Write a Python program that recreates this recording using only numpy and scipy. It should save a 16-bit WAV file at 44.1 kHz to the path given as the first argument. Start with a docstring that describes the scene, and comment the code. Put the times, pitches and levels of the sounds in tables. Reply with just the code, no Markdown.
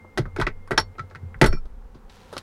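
"""Trailer door latch and slam

From inside a small, dry, padded cabin, a hand works a door's latch and handle, then pulls the door shut.
Clicks are fading noise bands with a sine ping; the snapping bolt, loose handle and panel are struck modes.
Low sines are the cabin air heaving; filtered noise makes still air, boom and rumble under a thin whine
that drops away as the door seals. At the end the hand brushes the net pocket: grainy, filtered noise.
"""
import sys
import numpy as np
from scipy import signal
from scipy.fft import rfft, irfft
from scipy.io import wavfile
from scipy.ndimage import uniform_filter1d

SR = 44100
rng = np.random.default_rng(int(sys.argv[2]) if len(sys.argv) > 2 else 0)


def pcm_store(signal):
    """Save signal as 16-bit PCM."""
    levels = np.round(np.clip(np.atleast_2d(signal), -1, 1) * 32767)
    wavfile.write(sys.argv[1], SR, levels.astype(np.int16).T)


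N = 107118  # length in samples

# Spectrum of the still air, relative: pitch_hz, level_db (per Hz)
AIR_SPECTRUM = [(59, -41.5), (100, -20), (140, -6.5), (224, -2), (315, -14.5), (524, -5.5), (608, -24),
                (752, -11.5), (801, -13.5), (1310, -18.5), (2470, -31), (3940, -36), (16000, -45.5)]
# Level of the still air over time: time_s, level_db
AIR_LEVEL = [(0, -54), (.6, -55), (1.05, -54), (1.35, -53.5), (1.75, -55.5), (2.43, -52)]
# Level of the low boom over time: time_s, level_db
BOOM_LEVEL = [(0, -43.5), (.15, -60), (.3, -39.5), (.65, -52.5), (.82, -35.5), (.95, -48), (1.05, -39),
              (1.17, -50), (1.27, -39), (1.4, -54), (1.7, -61), (2.43, -52.5)]
BOOM_HZ, BOOM_WIDTH_HZ = 89.2, 9.9
# Level of the deep rumble over time: time_s, level_db
RUMBLE_LEVEL = [(0, -62), (.4, -35), (.7, -56), (1.2, -56), (1.4, -42.5), (1.6, -35), (1.9, -42),
                (2.43, -59)]
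# Level of the thin whine over time: time_s, level_db
WHINE_LEVEL = [(0, -55.5), (.16, -63), (.6, -65), (1.0, -67), (1.38, -70), (1.42, -90)]
WHINE_HZ = 2112

# Latch and handle clicks: start_s, level_db, colour_hz, then treble_db, top_db and low_mid_db
# relative to the colour band, t60_s of the colour and low-mid bands
CLICKS = [(0.0468, -35, 1030, -35, -40, 4, 0.049), (0.175, -15.5, 1538, -5.5, -18.5, 0.5, 0.12),
          (0.1802, -18, 1350, -2.5, -14, 2.5, 0.077), (0.255, -27.5, 1255, -24, -38, -2, 0.1),
          (0.3627, -18.5, 1508, -15, -23.5, -1.5, 0.084), (0.3838, -37, 1060, 2, -34, 14.5, 0.26),
          (0.399, -16.5, 1540, -12, -20.5, 0, 0.11), (0.4139, -12, 1005, -8, -23, -9, 0.089),
          (0.4673, -12, 1956, -12.5, -35, -1.5, 0.087), (0.4734, -13, 1300, -19, -45, -17, 0.062),
          (0.6751, -32, 1300, -14.5, -18, -13, 0.078), (0.7086, -13.5, 1360, -16.5, -23, 0, 0.15),
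          (0.7169, -12.5, 1780, -13, -24, -9, 0.028), (0.7767, -7, 900, 0.5, -41, -2, 0.1),
          (0.779, -1.5, 1472, -16, -43, -22, 0.074), (0.9523, -41.5, 2130, -26, -29, 7.5, 0.044),
          (0.9818, -35.5, 1340, -6.5, -34, 2.5, 0.19), (0.9937, -23, 1500, -12, -45, -10, 0.07),
          (1.1092, -36, 1313, -14, -33, -0.5, 0.097), (1.3439, -28, 1400, -43, -42, -32, 0.069),
          (1.3884, -58, 2600, 9.5, -7.5, -10, 0.03), (1.4141, -2, 1950, -9.5, -21.5, -0.5, 0.082),
          (1.4171, -5, 1400, -3, -11.5, 3.5, 0.048), (1.4412, -6.5, 1450, -7.5, -19, -2.5, 0.083),
          (1.4604, -15.5, 1440, -4, -6.5, 6, 0.11), (1.5273, -23.5, 1380, -19, -37, 1, 0.093),
          (1.6545, -42, 1100, -6.5, -18, 8, 0.075), (1.945, -45, 1040, -3, -38, 0, 0.16),
          (2.096, -48, 1870, 10.5, -20, -20, 0.072), (2.3271, -31, 1246, -7, -12.5, 4, 0.19),
          (2.367, -21, 1180, -3.5, -21, 3.5, 0.051), (2.3793, -23.5, 1360, 4, -7, -16, 0.057),
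          (.186, -22, 1236, -5, -21, 15, 0.052), (.421, -13.5, 1520, -20, -32, -31, 0.088),
          (1.0775, -55, 2490, 7, -9, -19, 0.0093), (1.0988, -51, 2540, 9, -19, -12, 0.035),
          (1.149, -28.5, 1356, -13, -30, -13, 0.073), (1.156, -30, 1820, -11.5, -26, -7, 0.071),
          (1.430, -5.5, 1484, -18, -26, -0.5, 0.12), (2.335, -30, 1200, -3, -12, 6.5, 0.027)]
# Resonances of the latch case and door skin, which colour the clicks: pitch_hz, level_db
CASE_MODES = [(375, 3), (624, -2.5), (885, 0), (1110, -2), (1320, -1), (1540, 1.5), (1960, 3), (2230, -1.5),
              (2510, -0.5)]
CASE_WIDTH_HZ, CASE_VALLEY_DB = 50, -7
LOW_MID_HZ, LOW_MID_WIDTH_HZ = 380, 400
TREBLE_HZ, TREBLE_WIDTH_HZ, TREBLE_SPEED = 3307, 2510, 1.173  # speeds multiply the click's fade in dB
TOP_HZ, TOP_WIDTH_HZ, TOP_SPEED = 8870, 3500, 1.4
PING_DB, PING_SPEED = -1, 1.7  # the struck part rings briefly at the click's colour
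RISE_S, CRACK_DB, CRACK_S = 0.00032, -2.5, 0.0015  # ramp of a firm click, and its extra initial crack
SOFT_BELOW_DB, SOFT_S_PER_DB = -26, .0001  # lighter touches than this build up more slowly
CLICK_TRIM_DB = -12

# Blows into the door panel: start_s, level_db, contact_ms
THUMPS = [(.187, -19, 2.56), (.190, -6, 6.4), (.255, -27, 4.9), (.386, -19.5, 1.9), (.405, -4, 10.64),
          (.47, -26, 1.9), (.712, -21, 1.07), (.778, -24, 0.81), (.995, -21.5, 6.7), (1.155, -31.5, 6.1),
          (1.225, -25, 6.2), (1.35, -24.5, 9.4), (1.416, -6, 1.22), (1.44, -13, 1.26), (1.53, -23.5, 3.2),
          (1.95, -40.5, 2.23), (2.367, -37.5, 2.1)]
# Modes of the door panel: pitch_hz, level_db, t60_s
PANEL_MODES = [(118.5, 3.5, 0.1), (149.3, 1, 0.11), (215.6, -2.5, 0.11), (286, -3, 0.1), (362, 8, 0.06),
               (430, -2, .11), (623, -20, 0.24), (882, 1, 0.08)]
# Loose handle knocking: start_s, level_db
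KNOCKS = [(.983, -35), (.994, -29), (1.152, -43), (1.47, -30), (1.569, -46.5)]
# Modes of the handle: pitch_hz, level_db, t60_s
HANDLE_MODES = [(1090, -1, 0.038), (1322, 5, .08), (1390, -8.5, 0.09)]
BLOW_SPREAD_DB = 1.5  # random spread of each mode from blow to blow

# Cabin air heaving as the door moves: start_s, level_db, pitch_hz, t60_s
HEAVES = [(0.212, -22, 33.5, 0.33), (0.428, -9.5, 37.7, 0.13), (0.469, -24.5, 16.6, 0.8),
          (0.73, -27, 36, 0.54), (1.431, -8, 39.5, 0.2), (1.478, -4, 16.9, 0.34), (1.486, 2, 43.7, 0.05),
          (1.503, -10.5, 81, 0.061), (1.618, -31, 30, 0.27)]

# Spring bolt snapping: start_s, level_db, then low_db, middle_db and top_db set by where it lands,
# length (a factor on the t60 of every mode)
SNAPS = [(0.7768, -15.5, -11, -4, -4, .7), (.7965, -30, -10, 0, 3, .8), (1.461, -38.5, -4, 7, 10.5, 1.4),
         (1.5258, -41.5, 7.5, -9, -11, 1.76)]
# Modes of the bolt before the landing spot and length act: pitch_hz, level_db, t60_s
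BOLT_MODES = [(2375, -6, .1), (4430, -6, .155), (4930, -8, .05), (5350, -3, .12), (5535, 0, .11),
              (5700, -6, .05), (7610, -10, .045), (10070, -14, .06), (10950, -11, .065), (11200, -19, .05),
              (15230, -27, .09)]
FLUTTER_DEPTH, FLUTTER_T60_S = 1.1, .3  # close echoes make each mode flutter at first
CAUGHT_S, CAUGHT_DB_PER_S = 1.585, 500  # from here the seated bolt is held and dies faster

# Level of the hand along the net pocket: time_s, level_db
BRUSH_LEVEL = [(2.085, -96.5), (2.096, -55.5), (2.2, -56), (2.3, -57.5), (2.39, -50.5), (2.43, -59)]
# Spectrum of skin on the net, relative: pitch_hz, level_db (per Hz)
NET_SPECTRUM = [(590, -10.5), (1000, 1.5), (1190, -10), (1340, -5), (2150, -9.5), (4360, -10.5),
                (16000, -33)]

CEILING, EDGE_HZ = .95, 16150  # peak limit before filtering, and the microphone's upper band edge


def amp(db):
    """Decibels to linear gain."""
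    return 10 ** (np.asarray(db) / 20)


def evened(x):
    """Scale a sound to rms 1."""
    return x / np.sqrt(np.mean(x ** 2) + 1e-20)


def curve(points):
    """Gain over the whole scene, drawn in straight dB lines between the points."""
    time_s, level_db = np.transpose(points)
    return amp(np.interp(np.arange(N) / SR, time_s, level_db))


def add(mix, start_s, sound):
    """Lay a sound into the mix, cut off at the end of the scene."""
    part = mix[round(start_s * SR):][:len(sound)]
    part += sound[:len(part)]


def coloured(size, points):
    """Noise of rms 1 with the given spectrum."""
    hz = np.fft.rfftfreq(size, 1 / SR)
    pitch_hz, level_db = np.transpose(points)
    gain = amp(np.interp(np.log(hz + 1), np.log(pitch_hz), level_db, left=-90))
    return evened(irfft(rfft(rng.standard_normal(size)) * gain, size))


def band(size, hz, width_hz):
    """Noise of rms 1 in one steep resonance."""
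    f = np.fft.rfftfreq(size, 1 / SR)
    gain = f / hz / (1 + ((f - hz) / width_hz) ** 2) ** 2
    return evened(irfft(rfft(rng.standard_normal(size)) * gain, size))


def background():
    """Still air, low boom and rumble are filtered noise; the whine is a sine with a wavering level."""
    waver = amp(1.3 * band(N, 8.07, 8))  # 1.3 dB rms, around eight times a second
    sine = np.sqrt(2) * np.sin(2 * np.pi * WHINE_HZ * np.arange(N) / SR)
    whine = sine * curve(WHINE_LEVEL) * waver
    boom = band(N, BOOM_HZ, BOOM_WIDTH_HZ) * curve(BOOM_LEVEL)
    rumble = band(N, 20, 29) * curve(RUMBLE_LEVEL)
    air = coloured(N, AIR_SPECTRUM) * curve(AIR_LEVEL)
    return air + boom + rumble + whine


def clicks():
    """A sharp crack and ping, then dense echoes in the cabin as four fading bands of noise."""
    out, size = np.zeros(N), 4096
    t = np.arange(size) / SR
    f = np.fft.rfftfreq(size, 1 / SR)
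    case_hz, case_db = np.transpose(CASE_MODES)[:, :, None]
    case_peaks = amp(case_db) / (1 + ((f - case_hz) / CASE_WIDTH_HZ) ** 2)
    case = amp(CASE_VALLEY_DB) + case_peaks.sum(0)

    def cased(noise):
        """Pass noise through the latch case and door skin, back to rms 1."""
        return evened(irfft(rfft(noise) * case, size))

    def faded(noise, db):
        """Fade noise along a dB line, with the energy of that line whatever the random draw."""
        shaped = noise * amp(db)
        return shaped * np.linalg.norm(amp(db)) / np.linalg.norm(shaped)

    for start_s, level_db, colour_hz, treble_db, top_db, low_mid_db, t60_s in CLICKS:
        rise_s = RISE_S + SOFT_S_PER_DB * max(SOFT_BELOW_DB - level_db, 0)
        crack = 1 + amp(CRACK_DB) * np.exp(-t / CRACK_S)
        attack = np.minimum(t / rise_s, 1) * crack
        fade_db = -60 * t / max(t60_s, .01)

        colour = faded(cased(band(size, colour_hz, colour_hz / 2)), fade_db)
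        low_mid = faded(cased(band(size, LOW_MID_HZ, LOW_MID_WIDTH_HZ)), low_mid_db + fade_db)
        treble = faded(band(size, TREBLE_HZ, TREBLE_WIDTH_HZ), treble_db + TREBLE_SPEED * fade_db)
        top = faded(band(size, TOP_HZ, TOP_WIDTH_HZ), top_db + TOP_SPEED * fade_db)
        ping = amp(PING_DB + PING_SPEED * fade_db) * np.sin(2 * np.pi * colour_hz * t)

        sound = colour + low_mid + treble + top + ping
        add(out, start_s, amp(level_db + CLICK_TRIM_DB) * attack * sound)
    return out


def struck(blows, modes):
    """Each blow rings the modes, a little differently each time; a long contact dulls it."""
    out, t = np.zeros(N), np.arange(SR // 2) / SR
    hz, mode_db, t60_s = np.transpose(modes)[:, :, None]
    side = (-1) ** np.arange(len(hz))[:, None]  # neighbouring modes start in opposite directions
    for start_s, level_db, *contact_ms in blows:
        vary_db = BLOW_SPREAD_DB * rng.standard_normal(hz.shape)
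        dull = 1 / (1 + (hz * sum(contact_ms) / 1000) ** 4)  # no contact time listed: no dulling
        rise = 1 - np.exp(-t * hz / 2)
        decay = amp(mode_db + vary_db - 60 * t / t60_s)
        ring = dull * rise * decay * side * np.sin(2 * np.pi * hz * t)
        add(out, start_s, amp(level_db) * ring.sum(0))
    return out


def panel_thumps():
    """Blows into the door panel ring its low modes."""
    return struck(THUMPS, PANEL_MODES)


def heaves():
    """Slow pressure swings of the closed air, each a decaying low sine."""
    out, t = np.zeros(N), np.arange(SR) / SR
    for start_s, level_db, hz, t60_s in HEAVES:
        rise = 1 - np.exp(-t * hz * 2)
        decay = amp(level_db - 60 * t / t60_s)
        add(out, start_s, decay * rise * np.sin(2 * np.pi * hz * t))
    return out


def bolt_snaps():
    """The spring bolt's metal modes ring out, fluttering at first, until the seated bolt is held."""
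    out, t = np.zeros(N), np.arange(SR // 3) / SR
    hz, mode_db, t60_s = np.transpose(BOLT_MODES)[:, :, None]
    for start_s, level_db, low_db, middle_db, top_db, length in SNAPS:
        spot_db = np.interp(hz, [2400, 4400, 5300, 7000, 10000], [low_db, middle_db, 0, top_db, top_db])
        slow_noise = evened(uniform_filter1d(rng.standard_normal((len(hz), len(t))), 220))
        flutter = slow_noise * amp(-60 * t / FLUTTER_T60_S)
        steady = np.sin(2 * np.pi * hz * t)
        ring = steady + FLUTTER_DEPTH * flutter * np.cos(2 * np.pi * hz * t)
        caught_db = CAUGHT_DB_PER_S * np.maximum(start_s + t - CAUGHT_S, 0)
        decay = amp(level_db + mode_db + spot_db - 60 * t / (t60_s * length) - caught_db)
        attack = np.minimum(t / 0.0033, 1)
        add(out, start_s, (decay * ring).sum(0) * attack)
    return out


def handle_knocks():
    """The loose handle knocks and rings its few short modes."""
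    return struck(KNOCKS, HANDLE_MODES)


def net_brush():
    """Skin over mesh: a hiss made grainy by fast random level swings."""
    grain = amp(2.5 * evened(uniform_filter1d(rng.standard_normal(N), 120)))
    hiss = evened(coloured(N, NET_SPECTRUM) * grain)
    return hiss * curve([(2.07, -100)] + list(BRUSH_LEVEL))


def scene():
    """Sum all layers and send the same signal to both channels."""
    mono = background() + clicks() + panel_thumps() + heaves()
    mono += bolt_snaps() + handle_knocks() + net_brush()
    return np.array([mono, mono])


def record(dry):
    """A mono microphone that rounds off the highest peaks, then the band limit."""
    soft = dry / (1 + (abs(dry) / CEILING) ** 4) ** .25
    lowpass = signal.firwin(511, EDGE_HZ, window=("kaiser", 9), fs=SR)
    return signal.oaconvolve(soft, lowpass[None], "same")


dry = scene()
out = record(dry)
pcm_store(out)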